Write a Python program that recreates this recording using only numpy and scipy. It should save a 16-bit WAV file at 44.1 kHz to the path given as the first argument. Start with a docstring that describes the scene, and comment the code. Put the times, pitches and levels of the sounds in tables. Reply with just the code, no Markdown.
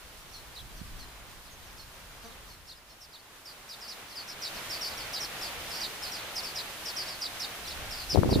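"""Chirps from a colony of weaver birds in a palm crown, over a hiss of breeze in the fronds.
The level of the hiss dips, then comes up midway and stays louder.
Each chirp is a falling, warbled whistle from both sides of the syrinx, scattered by the leaves.
Fainter calls come from farther trees, and one short low hoot sounds far off.
Wind rumbles on the microphone as shaped noise; at the end a gust buffets its two ports with pressure pulses."""
import sys
import numpy as np
from scipy import signal
from scipy.fft import rfft, irfft, next_fast_len
from scipy.io import wavfile
from scipy.ndimage import uniform_filter1d, minimum_filter1d, map_coordinates

SR = 44100
rng = np.random.default_rng(int(sys.argv[2]) if len(sys.argv) > 2 else 0)


def put_to_file(sound):
    """Save the sound as 16-bit audio at rate SR, in the file named by the first command-line argument."""
    columns = np.atleast_2d(sound).T  # one column per channel
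    safe = np.clip(columns, -1, 1)
    whole_steps = np.round(safe * 32767)
    wavfile.write(sys.argv[1], SR, whole_steps.astype(np.int16))


N = 370440
TIME = np.arange(N) / SR

# Kinds of call, before the pitch and length ratios of each single call. The pitch starts scoop_hz low and
# falls from top_hz to end_hz (bend over 1: steep at first; under 1: steep at last). The warble, warble_hz
# to either side, crests at crest_s and quickens from first_rate to last_rate [per s].
# second_*: the other side of the syrinx, its level [dB] relative to the first.
CHEEP = dict(length_s=.088, top_hz=5740, end_hz=4460, bend=3.7, scoop_hz=1000, warble_hz=253, crest_s=0.0103, first_rate=19.7, last_rate=127, attack_s=0.0059, release_s=0.056, second_top_hz=5280, second_end_hz=4770, second_warble_hz=220, second_db=-6)
ZIGZAG = dict(length_s=.066, top_hz=6260, end_hz=4170, bend=2.2, scoop_hz=1100, warble_hz=577, crest_s=-.001, first_rate=28, last_rate=74, attack_s=0.0098, release_s=.015, second_top_hz=5660, second_end_hz=4200, second_warble_hz=-450, second_db=-8.5)
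SLUR = dict(length_s=.0635, top_hz=5560, end_hz=3370, bend=.42, scoop_hz=500, warble_hz=280, crest_s=-.0026, first_rate=7, last_rate=150.5, attack_s=.0135, release_s=.022, second_top_hz=6120, second_end_hz=5090, second_warble_hz=210, second_db=-6.5)
SWOOP = dict(length_s=.073, top_hz=6900, end_hz=4190, bend=6.1, scoop_hz=900, warble_hz=131, crest_s=-.005, first_rate=8.3, last_rate=98, attack_s=.036, release_s=0.049, second_top_hz=6250, second_end_hz=4760, second_warble_hz=-400, second_db=-7)
STEP = dict(length_s=.067, top_hz=5310, end_hz=3870, bend=1.5, scoop_hz=706, warble_hz=456, crest_s=0.01104, first_rate=22, last_rate=70.7, attack_s=0.032, release_s=0.023, second_top_hz=6450, second_end_hz=4860, second_warble_hz=-330, second_db=-16)
PIP = dict(length_s=.05, top_hz=6200, end_hz=5650, bend=3.1, scoop_hz=200, warble_hz=80, crest_s=0, first_rate=20, last_rate=23, attack_s=0.028, release_s=.012, second_top_hz=6650, second_end_hz=5600, second_warble_hz=0, second_db=-6)
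SCOOP_S = 0.00349   # time constant of the swing up to pitch, before the length ratio

# Calls of the near birds, one table a kind: (time [s], level [dB], pitch [ratio], length [ratio],
# near echoes relative to the direct call [dB]: high for a bird deep in the leaves)
CHEEP_CALLS = [(3.452,-45.5,1,.96,-3),(3.808,-45,1.02,.99,-5),(4.154,-41,0.98,.95,-3),(4.698,-35,1.02,.98,-7),(4.809,-35,1.03,.91,0),(4.97,-37.5,1.02,.96,-3),(5.41,-38.5,1.02,.97,-5),(5.703,-39,0.99,.92,3),(5.74,-37.5,1.04,.9,8),(6.023,-36.5,0.98,.94,-3),(6.115,-40,1.04,.85,1),(6.431,-35.5,1.004,.99,-1),(6.963,-33.5,1.03,.94,-11),(7.078,-40,1,1.05,-2),(7.905,-41,1.02,1.1,0),(7.971,-38.5,.98,.96,-5)]
ZIGZAG_CALLS = [(3.688,-42.5,.972,1,-5),(4.415,-35,1,1.08,-1),(5.128,-34,0.99,1.03,1),(5.804,-33,0.97,0.98,1),(6.552,-34.5,.987,1.03,0),(7.211,-33.5,0.98,1.04,-7),(7.395,-31.5,.992,.99,-2),(7.667,-39.5,0.99,1,5),(8.297,-33,.973,1.04,-1)]
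SLUR_CALLS = [(3.007,-51.5,1.01,0.93,-1),(3.877,-39,0.98,0.93,-2),(4.275,-40.5,0.98,1.04,-1),(4.835,-40,0.98,0.88,4),(5.198,-36.5,1.04,1.02,3),(6.353,-33.5,1,.9,-3),(6.852,-36,0.99,1.04,1),(8.093,-32,0.99,0.97,-1)]
SWOOP_CALLS = [(.318,-46,.984,1.23,0),(.762,-49.5,1.02,.85,-2),(.982,-47.5,.99,1.02,-5),(1.771,-46.5,1,1.02,1),(2.483,-51,1,1.05,-2),(2.882,-54,1.03,0.68,0)]
STEP_CALLS = [(.54,-44,.905,1.18,-7),(1.07,-58,.93,1,0),(1.448,-55,.93,1,0),(1.59,-62,0.86,1.2,0),(2.21,-54,1,1.05,1),(2.275,-56,0.9,.97,1),(2.671,-44.5,1.01,1.03,-9),(3.117,-47.5,0.95,0.97,-7),(4.079,-48,1.1,1.1,0),(4.532,-44,1.12,.97,4),(4.88,-43.5,1.05,1.1,-2),(6.14,-43,1,1.1,3),(7.046,-42,1.03,.88,-3),(7.63,-44.5,0.96,1.03,1)]
PIP_CALLS = [(.189,-61,1,.86,-5),(.662,-58,.69,1,3),(1.5,-55.5,1.1,.99,3),(1.645,-61,1,.86,-5),(1.921,-61,1.04,.81,-5),(2.233,-56,1.05,.91,-5),(2.748,-57,.87,.86,-6),(2.892,-60,.93,0.99,-3),(3.173,-57,.77,.83,-3),(4.855,-39,.87,.9,-3)]

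# Breeze in the fronds, before the trims in breeze(): (time [s], rush level [dB], leaf hiss level [dB])
BREEZE = [(0,-54,-58),(1,-53.5,-58.5),(1.85,-54.7,-59),(2.35,-54,-58.5),(2.75,-59.5,-63.5),(3.05,-59,-63),(3.9,-51,-56.5),(4.35,-48,-55),(4.6,-43.5,-49.5),(6.2,-43.5,-49.5),(7,-44.5,-50.5),(8.1,-45.5,-50.5)]
# Relative spectra of the rush when quiet and when loud, and of the leaf hiss: (frequency [Hz], density [dB])
QUIET_RUSH_COLOUR = [(40,-14),(100,-2),(300,-3.5),(600,-1),(1100,0),(1550,-1),(2100,-2.5),(3000,-4.5),(4000,-8),(5000,-18),(7000,-14),(12000,-45)]
LOUD_RUSH_COLOUR = [(40,-11),(100,-4),(260,-6.5),(500,-3),(750,-1),(950,-3.5),(1400,-2.5),(2200,-2.5),(3100,-4),(3800,-7),(5000,-13),(7000,-16),(12000,-59)]
HISS_COLOUR = [(1500,-25),(3000,1),(4500,4.5),(7000,0),(10500,1),(15000,-2)]
# Left-right likeness of breeze and rumble: (frequency [Hz], correlation [-1 to 1])
LIKENESS = [(100, 0.72), (400, 0.77), (900, 0.67), (2000, 0.25), (4000, 0.02), (8000, -0.01), (15000, 0.04)]
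# Balance of breeze, rumble and gust: (frequency [Hz], left minus right [dB])
LEAN = [(60, -0.2), (180, -0.6), (550, -0.15), (1650, -0.79), (4970, -1.0), (15000, -0.64)]

# Draught on the microphone: (time [s], level [dB])
RUMBLE = [(0,-55),(2.5,-54),(3.4,-67.5),(4.2,-65),(4.6,-59.5),(7.5,-63)]
# Puffs of wind that swell and die on the microphone: (time of the top [s], level [dB], half length [s])
PUFFS = [(.76,-46,.1),(.96,-44.5,0.089),(1.305,-51,.025),(1.68,-55.5,0.11),(5.6,-53,.08),(7.844,-43.5,.12),(8.1,-45,.07)]
# Relative spectrum of the rumble: (frequency [Hz], density [dB])
RUMBLE_COLOUR = [(20,-1),(50,2),(90,-6),(150,-11.5),(300,-21.5),(600,-37.5)]
# Turbulence of the gust at the two ports: (time [s], left level [dB], right level [dB])
GUST = [(8.08,-80,-80),(8.135,-50,-35),(8.155,-20.5,-37.5),(8.23,-25,-28.5),(8.26,-24.5,-29.5),(8.32,-28,-26),(8.4,-23,-27)]
# Relative spectrum of the gust: (frequency [Hz], density [dB])
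GUST_COLOUR = [(20, -16), (70, 5), (200, -1.5), (400, -4.5), (700, -17.5), (1200, -28.5), (2200, -62)]
# Left-right likeness of the gust: (frequency [Hz], correlation [-1 to 1])
GUST_LIKENESS = [(25, .1), (70, .4), (160, 0), (2000, 0)]
# Single eddies that hit a port, one early, the others in the gust:
# (time [s], peak level [dB], width [s], left minus right [dB])
BUFFETS = [(.817,-28,0.0019,-19),(8.149,-10,0.00086,30),(8.1587,-6.5,0.00057,30),(8.174,-9.5,.00051,27),(8.2337,-10,.00036,29),(8.2356,-11.5,0.00079,30),(8.293,-17,.00053,26),(8.3285,-12,.0006,26),(8.3617,-10,0.0012,-13)]
# Further eddies, at random once the gust has arrived; the right port takes the broader ones
GUST_START_S, EDDIES_PER_S, EDDY_DB, EDDY_SPREAD_DB = 8.16, 45, -16, 1.5
EDDY_WIDTH_S, EDDY_PAN_DB = (0.00057, 0.0014), 25   # widths at the left and right port

# Harmonics of the far hoot: (multiple of the pitch, relative level [dB])
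HOOT = [(1,2),(2,4),(3,-3),(4,-5),(5,-5)]

CUTOFF_HZ = 15450   # top of the recorder's band


def colony(distant_db=-63):
    """Near birds in the crown one by one, and a scatter of faint calls from farther trees."""
    repertoire = [(CHEEP, CHEEP_CALLS), (ZIGZAG, ZIGZAG_CALLS), (SLUR, SLUR_CALLS),
                  (SWOOP, SWOOP_CALLS), (STEP, STEP_CALLS), (PIP, PIP_CALLS)]
    near = sum(chirps(kind, calls) for kind, calls in repertoire)
    lean_db = np.array([[-.4], [.4]])   # near birds sit slightly to the right
    # the farther the call, the fainter it is and the more echo it carries
    scatter = [(s * N / SR, distant_db - 6 * far, .8 + .4 * pitch, 1, 6 * far)
               for s, far, pitch in rng.random((30, 3))]
    return near * from_db(lean_db) + chirps(CHEEP, scatter, tail_db=0)


def chirps(kind, calls, tail_db=-9, waver=0.01205, octave_db=-26):
    """A bird sings with both sides of the syrinx, which beat against each other; its power rises, holds and falls."""
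    out = np.zeros((2, N))
    for s, level_db, pitch, length, echo_db in calls:
        t = np.arange(int(kind["length_s"] * length * SR)) / SR / length   # stretched with the call
        first_hz, second_hz = syrinx(t, **kind)
        voice = whistle(pitch * first_hz, waver)
        voice += from_db(octave_db) * whistle(2 * pitch * first_hz, waver)
        voice += from_db(kind["second_db"]) * whistle(pitch * second_hz, 2 * waver)
        rise = np.clip(t / kind["attack_s"], 0, 1)
        fall = np.clip((t[-1] - t) / kind["release_s"], 0, 1)
        call = voice * np.sqrt(rise * fall) * from_db(level_db)
        add(out, s, foliage(call, echo_db, tail_db))
    return out


def syrinx(t, length_s, top_hz, end_hz, bend, scoop_hz, warble_hz, crest_s, first_rate, last_rate,
           second_top_hz, second_end_hz, second_warble_hz, **_):
    """Pitch of both sides: each swings up and then falls, under a shared warble that quickens toward the end."""
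    to_go = np.clip(1 - t / length_s, 0, 1)
    # the warble rate grows linearly, so the turns since the crest grow with the square of time
    turns = first_rate * (t - crest_s)
    turns += (last_rate - first_rate) * (t ** 2 - crest_s ** 2) / (2 * length_s)
    warble = np.cos(2 * np.pi * turns)
    scoop = scoop_hz * np.exp(-t / SCOOP_S)
    first_fall = end_hz + (top_hz - end_hz) * to_go ** bend
    second_fall = second_end_hz + (second_top_hz - second_end_hz) * to_go
    return first_fall + warble_hz * warble - scoop, second_fall + second_warble_hz * warble - scoop


def whistle(hz, waver):
    """One side of the syrinx: a near sine whose pitch trembles."""
    trembling_hz = hz * (1 + waver * drift(500, size=len(hz)))
    return np.sin(2 * np.pi * np.cumsum(trembling_hz) / SR)


def foliage(call, near_db, tail_db):
    """The direct call shares its power with echoes from the nearest fronds and a faint tail from the grove."""
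    t = np.arange(SR // 4) / SR
    fronds = rng.random((2, len(t))) < 1500 / SR   # 1500 echoes per second, thinning in strength
    near = rng.standard_normal((2, len(t))) * fronds * np.exp(-t / .0065)
    near = near + 0.56 * near[::-1]   # echoes from the front reach both ports alike
    tail = rng.standard_normal((2, len(t))) * np.exp(-t / .028)
    paths = from_db(near_db) * rms_one(near) + from_db(tail_db) * rms_one(tail)
    paths /= np.sqrt(len(t))
    paths[:, 0] += 1   # the direct path
    paths /= np.sqrt((paths ** 2).sum() / 2)
    return signal.fftconvolve(call[None], paths, axes=1)


def breeze(quiet_db=-54, span_db=8, rush_trim_db=2.5, hiss_trim_db=6.0):
    """Air rushes through the crowns, its colour shifting with the level, while leaflets hiss; both flutter slightly."""
    rush_db, hiss_db = in_time(BREEZE)
    loudness = np.clip((rush_db - quiet_db) / span_db, 0, 1)
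    air = np.sqrt(1 - loudness) * air_noise(QUIET_RUSH_COLOUR)
    air += np.sqrt(loudness) * air_noise(LOUD_RUSH_COLOUR)
    rush = from_db(rush_db + 0.75 * drift(14) + rush_trim_db) * air
    hiss = from_db(hiss_db + .5 * drift(16) + hiss_trim_db) * air_noise(HISS_COLOUR)
    return rush + hiss


def microphone_wind():
    """Lumpy rumble that swells in puffs, and eddies that hit each port as short pressure pulses, most in a last gust."""
    rumble_db, = in_time(RUMBLE)
    power = from_db(rumble_db) ** 2
    for s, level_db, half_s in PUFFS:
        power += from_db(level_db) ** 2 * np.exp(-((TIME - s) / half_s) ** 2)
    out = np.sqrt(power) * from_db(1.5 * drift(16)) * air_noise(RUMBLE_COLOUR)
    gust_db = np.array(in_time(GUST)) + 3.3 * drift(90)
    out += from_db(gust_db) * air_noise(GUST_COLOUR, GUST_LIKENESS)
    t = np.arange(-SR // 100, SR // 100) / SR
    for s, peak_db, width_s, pan_db in list(BUFFETS) + eddies():
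        u = t / width_s
        eddy = (2 * u ** 2 - 1) * np.exp(-u ** 2)   # a suction core between two rims of pressure
        port_db = peak_db + np.minimum([[pan_db], [-pan_db]], 0)   # only the sheltered port is lowered
        add(out, s + t[0], eddy * from_db(port_db))
    return out


def eddies():
    """Further eddies of the gust, unevenly spaced, each mostly on one port: rows as in BUFFETS."""
    rows = []
    for start in np.arange(GUST_START_S, N / SR, 1 / EDDIES_PER_S):
        late, size, port = rng.random(3)
        peak_db = EDDY_DB + EDDY_SPREAD_DB * (2 * size - 1)
        pan_db = EDDY_PAN_DB * np.sign(.5 - port)
        rows.append((start + late / EDDIES_PER_S, peak_db, EDDY_WIDTH_S[int(port > .5)], pan_db))
    return rows


def hoot(s=2.257, pitch_hz=230, width_s=.022, level_db=-49, waver=.01):
    """A short, far animal call: wavering harmonics under a bell-shaped swell, with a strong tail from the grove."""
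    phase = 2 * np.pi * np.cumsum(pitch_hz * (1 + waver * drift(150))) / SR
    tone = sum(from_db(db) * np.sin(round(multiple) * phase) for multiple, db in HOOT)
    call = from_db(level_db) * tone * np.exp(-((TIME - s) / width_s) ** 2)
    return foliage(call, near_db=-21, tail_db=2)[:, :N]


def air_noise(colour, likeness=LIKENESS):
    """Stereo noise with a given spectrum and likeness of the channels; rms 1."""
    size = next_fast_len(N)
    hz = np.maximum(np.fft.rfftfreq(size, 1 / SR), 1)
    mid, side = rfft(rng.standard_normal((2, size)))
    alike = np.clip(at_hz(likeness, hz), -1, 1)
    pair = np.sqrt(1 + alike) * mid + np.sqrt(1 - alike) * side * [[1], [-1]]
    lean = from_db(at_hz(LEAN, hz) * [[.5], [-.5]])
    spectrum = pair * lean * from_db(at_hz(colour, hz)) * (hz > 12)
    return rms_one(irfft(spectrum, size)[:, :N])


def drift(rate, size=N):
    """Smooth chance of spread 1 that turns about rate times a second."""
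    knots = rng.standard_normal(int(size * rate / SR) + 4)
    return map_coordinates(knots, [1 + np.arange(size) * rate / SR], order=1) * np.sqrt(3 / 2)


def from_db(db):
    """Decibels to gain."""
    return 10 ** (np.asarray(db) / 20)


def rms_one(x):
    """Scale to an rms of 1."""
    return x / np.sqrt(np.mean(x ** 2) + 1e-20)


def in_time(rows, t=TIME):
    """The columns of a curve at the times t."""
    s, *columns = np.transpose(rows)
    return [np.interp(t, s, column) for column in columns]


def at_hz(points, hz):
    """Read a spectrum on a log-frequency axis."""
    f, value = np.transpose(points)
    return np.interp(np.log(hz), np.log(f), value)


def add(out, s, sound):
    """Mix a sound into the stereo track from second s on."""
    i = max(round(s * SR), 0)
    out[:, i:i + sound.shape[-1]] += sound[..., :max(N - i, 0)]


def suppressor(x, depth_db=3.0, open_db=9):
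    """The treble is held down while only hiss is there, and opens when a chirp or other burst stands out of it."""
    chirp_band = signal.butter(2, [3500, 6500], "band", fs=SR, output="sos")
    power = (signal.sosfilt(chirp_band, x) ** 2).mean(0)
    level_db = 10 * np.log10(uniform_filter1d(power, size=1100) + 1e-12)
    floor_db = minimum_filter1d(level_db, size=15000)
    opening = np.clip((level_db - floor_db) / open_db, 0, 1)
    treble = signal.sosfiltfilt(signal.butter(2, 4500, "high", fs=SR, output="sos"), x)
    gain = from_db(depth_db * (opening - 0.5))   # half the depth down when closed, half up when open
    return x + treble * (gain - 1)


def scene():
    """Birds in the crown, breeze around them, wind on the microphone and the far hoot."""
    return colony() + breeze() + microphone_wind() + hoot()


def record(dry):
    """The recorder tones down the hiss and cuts the top steeply."""
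    top_cut = signal.ellip(12, .1, 80, CUTOFF_HZ, fs=SR, output="sos")
    return signal.sosfilt(top_cut, suppressor(dry))


dry = scene()
out = record(dry)
put_to_file(out)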